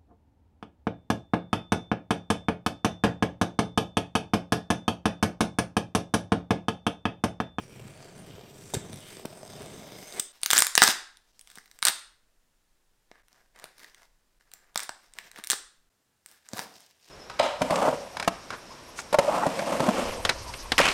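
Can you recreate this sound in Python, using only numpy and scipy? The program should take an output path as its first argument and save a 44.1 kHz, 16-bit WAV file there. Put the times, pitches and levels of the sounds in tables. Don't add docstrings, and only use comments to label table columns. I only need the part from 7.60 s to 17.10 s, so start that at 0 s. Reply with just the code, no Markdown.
import sys
import numpy as np
from scipy import signal
from scipy.io import wavfile

SR = 44100
rng = np.random.default_rng(int(sys.argv[2]) if len(sys.argv) > 2 else 0)


def unload_wav(signal):
    wavfile.write(
        sys.argv[1],
        SR,
        np.round(np.clip(np.atleast_2d(signal).T, -1, 1) * 32767).astype(np.int16),
    )


N = 418950

# pitch_hz, width_hz, level_db
GUARD_TONES = [(1159, 450, -7.5), (1646, 320, -3), (2070, 230, -7.5)]
FILM_TONES = [(2710, 1800, -4), (3750, 430, -3.5), (5070, 1700, 0.5), (5820, 610, -5)]
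EDGE_TONES = [(7330, 470, -9), (8780, 440, -0.5), (11200, 5900, -12.5), (13400, 730, -9.5)]
CARTON_TONES = [(127, 34, -20), (187, 82, -10), (390, 200, -7.5), (674, 200, -4.5), (900, 320, -8.5)]
DIPS = [2.7256, 3.724, 5.628, 6.793, 8.296]


def amp(db):
    return 10 ** (np.asarray(db) / 20)


def unit_level(x):
    return x / np.sqrt(np.mean(x ** 2) + 1e-20)


def filtered(x, order, hz, kind):
    return signal.sosfilt(signal.butter(order, hz, kind, fs=SR, output="sos"), x)


def gain_curves(rows):
    times, *columns = np.transpose(rows)
    return [amp(np.interp(np.arange(N) / SR, times, db, left=-200, right=-200)) for db in columns]


def at_pitch(points, hz):
    pitches, values = np.transpose(points)
    return np.interp(np.log(hz), np.log(pitches), values)


def drift(rate_hz):
    r = np.exp(-2 * np.pi * rate_hz / SR)
    return unit_level(signal.lfilter([1], [1, -2 * r, r * r], rng.standard_normal(N + SR))[SR:])


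def ring(clicks, hz, width):
    r, w = np.exp(-np.pi * width / SR), 2 * np.pi * hz / SR
    return signal.lfilter([.5, 0, -.5], [1, -2 * r * np.cos(w), r * r], clicks + 1e-18)


def resonate(drive, tones, wander_db):
    out = 0
    for hz, width, db in tones:
        strength = amp(db + wander_db * drift(3.0)) * width
        out += strength * ring(drive * rng.standard_normal(N), hz, width)
    return unit_level(out)


def slips(per_s, spread_db, clump_db, clump_hz):
    sizes = amp(spread_db * np.minimum(rng.exponential(1, N), 4)) * rng.choice([-1, 1], N)
    happens = rng.random(N) < per_s / SR
    return unit_level(sizes * happens * amp(clump_db * drift(clump_hz)))


def strike(times, hit_db, tones, spread_db, detune, contact_s, ragged):
    starts, t = np.round(times * SR).astype(int), np.arange(2500) / SR
    out, luck = np.zeros(N + len(t)), rng.standard_normal((len(starts), len(tones), 92))
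    for k, (hz, width, db) in enumerate(tones):
        contact = ragged * luck[:, k, 2:] * np.exp(-t[:90] / contact_s)
        contact[:, 0] = np.sign(contact[:, 0])
        pitch = np.minimum(hz * np.exp(detune * luck[:, k, 1:2]), .4 * SR)
        rings = np.exp(-np.pi * width * t) * np.cos(2 * np.pi * pitch * t)
        rings = signal.fftconvolve(rings, contact, axes=1)[:, :len(t)]
        strength = amp(hit_db + db + spread_db * luck[:, k, 0])
        np.add.at(out, starts[:, None] + np.arange(len(t)), strength[:, None] * rings)
    return out[:N]


def shaped_noise(length, gain_at):
    white, edges = rng.standard_normal((2, length)), 60 * 2 ** np.arange(0, 8.6, .5)
    bands = zip(edges, np.minimum(edges[1:], .47 * SR))
    return sum(gain_at(np.sqrt(low * high)) * filtered(white[k % 2], 3, [low, high], "band")
               for k, (low, high) in enumerate(bands))


def knife():
    # time_s, thrum_db, rasp_db, scratch_over_rasp_db
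    slit = [(0.0, -49.5, -62.5, 3.5), (0.3, -51, -61, 4.5), (0.5, -47.5, -57, 1), (0.85, -49, -60.5, -3.5),
            (1.1, -52.5, -54, -6.5), (1.24, -44.5, -60, -2), (1.33, -46, -53.5, -4.5),
            (1.44, -50.5, -55.5, -1), (1.52, -49.5, -51.5, 0), (1.64, -48, -58, -4.5),
            (1.85, -50.5, -58.5, -5), (2.0, -43, -52.5, -1.5), (2.45, -48.5, -50, -3.5),
            (2.53, -50, -48, -3), (2.59, -39.5, -47, 3.5)]
    # start_s, rise_s, thrum_db, scratch_db, rasp_db
    snags = [(1.137, 0.0036, -29, -63, -26.5), (1.147, 0.0028, -28, -45, -64),
             (1.167, 0.0046, -34, -69, -61), (1.653, 0.0013, -30.5, -39, -44),
             (2.595, 0.0025, -39, -36, -24)]
    # pitch_hz, width_hz, level_db
    start_tones = [(94, 22, 11), (132, 39, 15.5), (378, 130, -0.5), (706, 630, -31), (1460, 720, -22.5),
                   (2380, 310, -11), (3100, 370, -11), (4600, 380, -24.5), (5650, 210, -22),
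                   (6360, 1700, -41), (7700, 700, -26.5), (9180, 420, -22.5), (13300, 840, -31)]
    end_tones = [(172, 81, 0), (394, 62, 1), (620, 115, -3), (1450, 1540, -23.5), (2130, 150, -17.5),
                 (3610, 330, -17), (5050, 270, -20), (6220, 200, -16.5), (6500, 2900, -30.5),
                 (8430, 690, -19.5), (12900, 2500, -36)]
    # low_hz, high_hz
    ranges = [(60, 1000), (1000, 3400), (3400, 16000)]
    t = np.arange(N) / SR
    along = np.clip(t / slit[-1][0], 0, 1)
    thrum, rasp, scratch = gain_curves(slit)
    levels = np.array([thrum, rasp * scratch, rasp])
    for start_s, rise_s, *db in snags:
        rise = np.clip((t - start_s) / rise_s, 0, None)
        levels += amp(db)[:, None] * rise * np.exp(1 - rise)
    cutting = slips(per_s=9000, spread_db=2.1, clump_db=1.6, clump_hz=70)
    cutting += .6 * slips(per_s=120, spread_db=3.0, clump_db=2.5, clump_hz=10)
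    out = 0
    for gain, (low, high) in zip(levels, ranges):
        start, end = (resonate(cutting, [tone for tone in tones if low < tone[0] < high], wander_db=3.6)
                      for tones in (start_tones, end_tones))
        out += gain * (np.sqrt(1 - along) * start + np.sqrt(along) * end)
    return out


def background():
    # pitch_hz, level_db
    hiss_shape = [(41, -32), (70, 0), (1140, -10), (1460, -7.5), (2010, -13), (11700, -14.5),
                  (15100, -25.5), (16500, -26.5)]
    hiss = unit_level(shaped_noise(N, lambda hz: amp(at_pitch(hiss_shape, hz))))
    rumble = unit_level(filtered(rng.standard_normal(N), 6, 35.2, "low"))
    rumble *= np.where(np.arange(N) < DIPS[-1] * SR, 1, amp(-22))
    return amp(-74) * hiss + amp(-70) * rumble


def carton_knocks():
    # start_s, wall_db, boom_over_wall_db
    jolts = [(1.137, -18, -15), (1.651, -26.5, -9), (2.905, -24, -20), (3.178, -13.5, 0), (3.22, -7.5, -18),
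             (3.287, -13.5, -20), (3.974, -45.5, 4), (4.227, -29.5, -4.5), (4.284, -25.5, -5),
             (5.514, -39, -11.5), (6.041, -34.5, 1), (7.158, -24, -9), (7.293, -28, -6.5), (7.787, -43, -6),
             (7.903, -30, -8), (7.932, -27.5, -10.5), (8.934, -22, 6), (8.992, -20.5, -0.5)]
    times, wall_db, boom_db = np.transpose(jolts)
    wall = strike(times, wall_db, CARTON_TONES[2:], spread_db=2.3, detune=.13, contact_s=.0008, ragged=.2)
    boom = strike(times, wall_db + boom_db, CARTON_TONES[:2],
                  spread_db=1.5, detune=.08, contact_s=.0008, ragged=.15)
    return filtered(wall + boom, 2, [110, 1400], "band")


def hand_effort():
    # start_s, length_s, film_db
    rips = [(2.833, 0.053, -51), (2.929, 0.075, -30.5), (3.22, .09, -26.5), (4.258, 0.034, -30.5),
            (7.172, 0.076, -47), (7.905, 0.032, -37), (8.938, 0.096, -45)]
    # middle_s, length_s, film_db, guard_over_film_db
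    fumbles = [(2.778, 0.22, -61.5, -6.5), (3.772, 0.29, -70, -5.5), (3.96, 0.22, -57.5, -6),
               (4.15, .15, -67, -6.5), (5.57, .14, -80, 14), (5.785, .17, -70.5, 2.5),
               (6.025, 0.14, -60, 6), (6.23, 0.22, -59, -0.5), (6.414, .12, -64, -1), (6.809, .06, -71, -6),
               (6.95, .2, -73.5, 1.5), (7.073, 0.19, -76, 7.5), (7.43, 0.26, -64, -5.5),
               (7.579, 0.061, -56.5, 2), (7.653, 0.096, -57.5, -1.5), (7.787, .1, -54.5, 4),
               (8.73, .15, -61, -6.5), (8.87, 0.12, -62, -7.5), (9.171, 0.39, -60, -13),
               (9.466, 0.16, -60.5, -17)]
    rise_s, fall_s, swell_ends_db = .006, .008, -14.5
    t, effort = np.arange(N) / SR, 0
    for start_s, length_s, db in rips:
        nearest_end = np.minimum((t - start_s) / rise_s, (start_s + length_s - t) / fall_s)
        pull = np.exp(np.minimum(0, nearest_end))
        effort += amp([db - 4, db, db - 14])[:, None] * pull
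    for middle_s, length_s, db, guard_db in fumbles:
        swell = amp(swell_ends_db * (2 * (t - middle_s) / length_s) ** 2)
        effort += amp([db + guard_db, db, db + guard_db - 3])[:, None] * swell
    return effort


def crinkle_and_creak():
    # time_s, level_db
    flap_bend = [(8.88, -81), (8.96, -45), (9.1, -57), (9.4, -89.5), (9.5, -61)]
    guard_gain, film_gain, wall_gain = hand_effort()
    ticks = slips(per_s=300, spread_db=3.3, clump_db=3.5, clump_hz=30)
    rub = slips(per_s=9000, spread_db=2.1, clump_db=2.5, clump_hz=18)
    drive = 1.1 * ticks + rub
    wall = (wall_gain + gain_curves(flap_bend)[0]) * resonate(drive, CARTON_TONES, wander_db=2.0)
    guard = guard_gain * resonate(drive, GUARD_TONES, wander_db=3.0)
    film = film_gain * resonate(drive, FILM_TONES + EDGE_TONES, wander_db=2.5)
    return guard + film + wall


def tape_snaps():
    # start_s, level_db, brightness_db
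    pops = [(2.8162, -37.5, 15), (2.8332, -10.5, 14.5), (2.861, -5.5, 14), (2.9044, -5, 9),
            (2.9118, -2.5, 12), (2.9325, -0.5, 8), (2.9365, -12.5, 5), (2.952, -11, 7), (2.9617, -10.5, -3),
            (2.9697, -7.5, 2), (2.9792, -2, 11), (2.9874, -0.5, 32), (2.9923, -5, 16), (3.005, -4.5, 30),
            (3.022, -1.5, 4.5), (3.047, -13.5, 8), (3.0684, -12.5, 7), (3.1532, -3.5, 8.5),
            (3.1612, -18, 15.5), (3.178, 3.5, -6), (3.2196, 3.5, 1), (3.2286, -2.5, -2), (3.234, -12, 0),
            (3.2489, -15.5, 6.5), (3.2697, -15, -1), (3.2874, -11, 5.5), (3.3005, -16, -6),
            (3.5712, -36.5, 13.5), (3.7938, -33, 22.5), (3.8121, -34, 29.5), (3.874, -35.5, 12),
            (3.9012, -38.5, 2.5), (3.916, -35, 14), (3.956, -30, 27.5), (3.9745, -37, -8),
            (3.9847, -31.5, -8), (4.0586, -42, 2.5), (4.078, -48, -8), (4.1139, -36.5, 6),
            (4.1892, -35, 10), (4.2221, -31, 7), (4.2269, -10.5, -3.5), (4.236, -22, 23.5),
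            (4.2522, -3, 11.5), (4.2568, -12, 3.5), (4.2694, -5.5, 7), (4.2739, -10.5, 1), (4.284, -5, 4),
            (4.3, -18, -8), (4.394, -35, 9), (5.5149, -36.5, -21), (5.6834, -47, 2.5), (5.9604, -47, 5.5),
            (5.9898, -41, -7), (5.9976, -34, -2), (6.0418, -26, 8.5), (6.056, -42.5, -2), (6.1822, -40, 13),
            (6.233, -41, -2), (6.2448, -31.5, -13), (6.3465, -41, -3), (6.9164, -42, 3),
            (6.9371, -25.5, 22.5), (7.1455, -44, 12.5), (7.1585, -14, -5.5), (7.1763, -11, 8),
            (7.194, -22, -2), (7.2032, -24, 5), (7.2333, -20.5, 8), (7.293, -21, -5.5), (7.537, -39, 10.5),
            (7.587, -23, -9), (7.7152, -32.5, 11), (7.7608, -36, -13), (7.7757, -37.5, -4),
            (7.7832, -39, -0.5), (7.839, -22.5, 11), (7.8459, -27, 13), (7.8722, -19, 21),
            (7.9014, -6.5, 13.5), (7.908, -7.5, 11.5), (7.9169, -13, 5.5), (7.9318, -16, -11),
            (8.6611, -29, 17), (8.865, -43, -7), (8.8885, -31.5, 6), (8.9164, -42, 3), (8.934, -22, -0.5),
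            (8.9819, -20, -18), (8.9927, -16, -3), (9.2053, -37, 13), (9.263, -42, 17.5)]
    flap_damping = 1.9
    times, level_db, bright_db = np.transpose(pops)
    guard_db = level_db - 2 - np.maximum(bright_db, 0)
    film_db = level_db - 3 - .3 * abs(bright_db)
    edge_db = level_db - 2.5 + np.minimum(bright_db, 0)
    on_flap, out = times > DIPS[-1], 0
    for chosen, damping in ((~on_flap, 1), (on_flap, flap_damping)):
        for hit_db, tones in ((guard_db, GUARD_TONES), (film_db, FILM_TONES), (edge_db, EDGE_TONES)):
            damped = [(hz, width * damping, db) for hz, width, db in tones]
            out += strike(times[chosen], hit_db[chosen], damped,
                          spread_db=1.5, detune=.06, contact_s=.00052, ragged=.22)
    return filtered(out, 2, 500, "high")


def tiled_room(dry):
    # pitch_hz, fade_s
    fade_times = [(200, .36), (1400, .46), (4000, .43), (9000, .36), (13000, .24)]
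    build_up_s, bounce_s = .0039, .0042
    t = np.arange(SR) / SR
    tail = shaped_noise(SR, lambda hz: amp(-60 * t / at_pitch(fade_times, hz)))
    tail *= np.clip(t / build_up_s, 0, 1)
    tail = filtered(tail, 1, 296, "high")
    echo = amp(-10.5) * tail / np.sqrt(np.sum(tail ** 2))
    echo[0] += 1
    echo[round(bounce_s * SR)] += amp(-18)
    cuts = [0] + [round(s * SR) for s in DIPS] + [N]
    return np.concatenate([signal.fftconvolve(dry[a:b], echo)[:b - a] for a, b in zip(cuts, cuts[1:])])


def scene():
    t, fade_s = np.arange(N) / SR, .0065
    dip = np.clip(np.min([abs(t - s) for s in DIPS], axis=0) / fade_s, 0, 1)
    unpacking = knife() + tape_snaps() + carton_knocks() + crinkle_and_creak()
    return ((tiled_room(unpacking) + background()) * dip)[None]


def record(dry):
    band_hz, width_hz, share_lost, top_hz = 10190, 3000, .26, 16900
    r, w = np.exp(-np.pi * width_hz / SR), 2 * np.pi * band_hz / SR
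    band = signal.lfilter([(1 - r * r) / 2, 0, (r * r - 1) / 2], [1, -2 * r * np.cos(w), r * r], dry)
    clipped = np.clip(dry - share_lost * band, -1, 1)
    return signal.sosfilt(signal.cheby2(14, 70, top_hz, fs=SR, output="sos"), clipped)


dry = scene()
out = record(dry)
unload_wav(out)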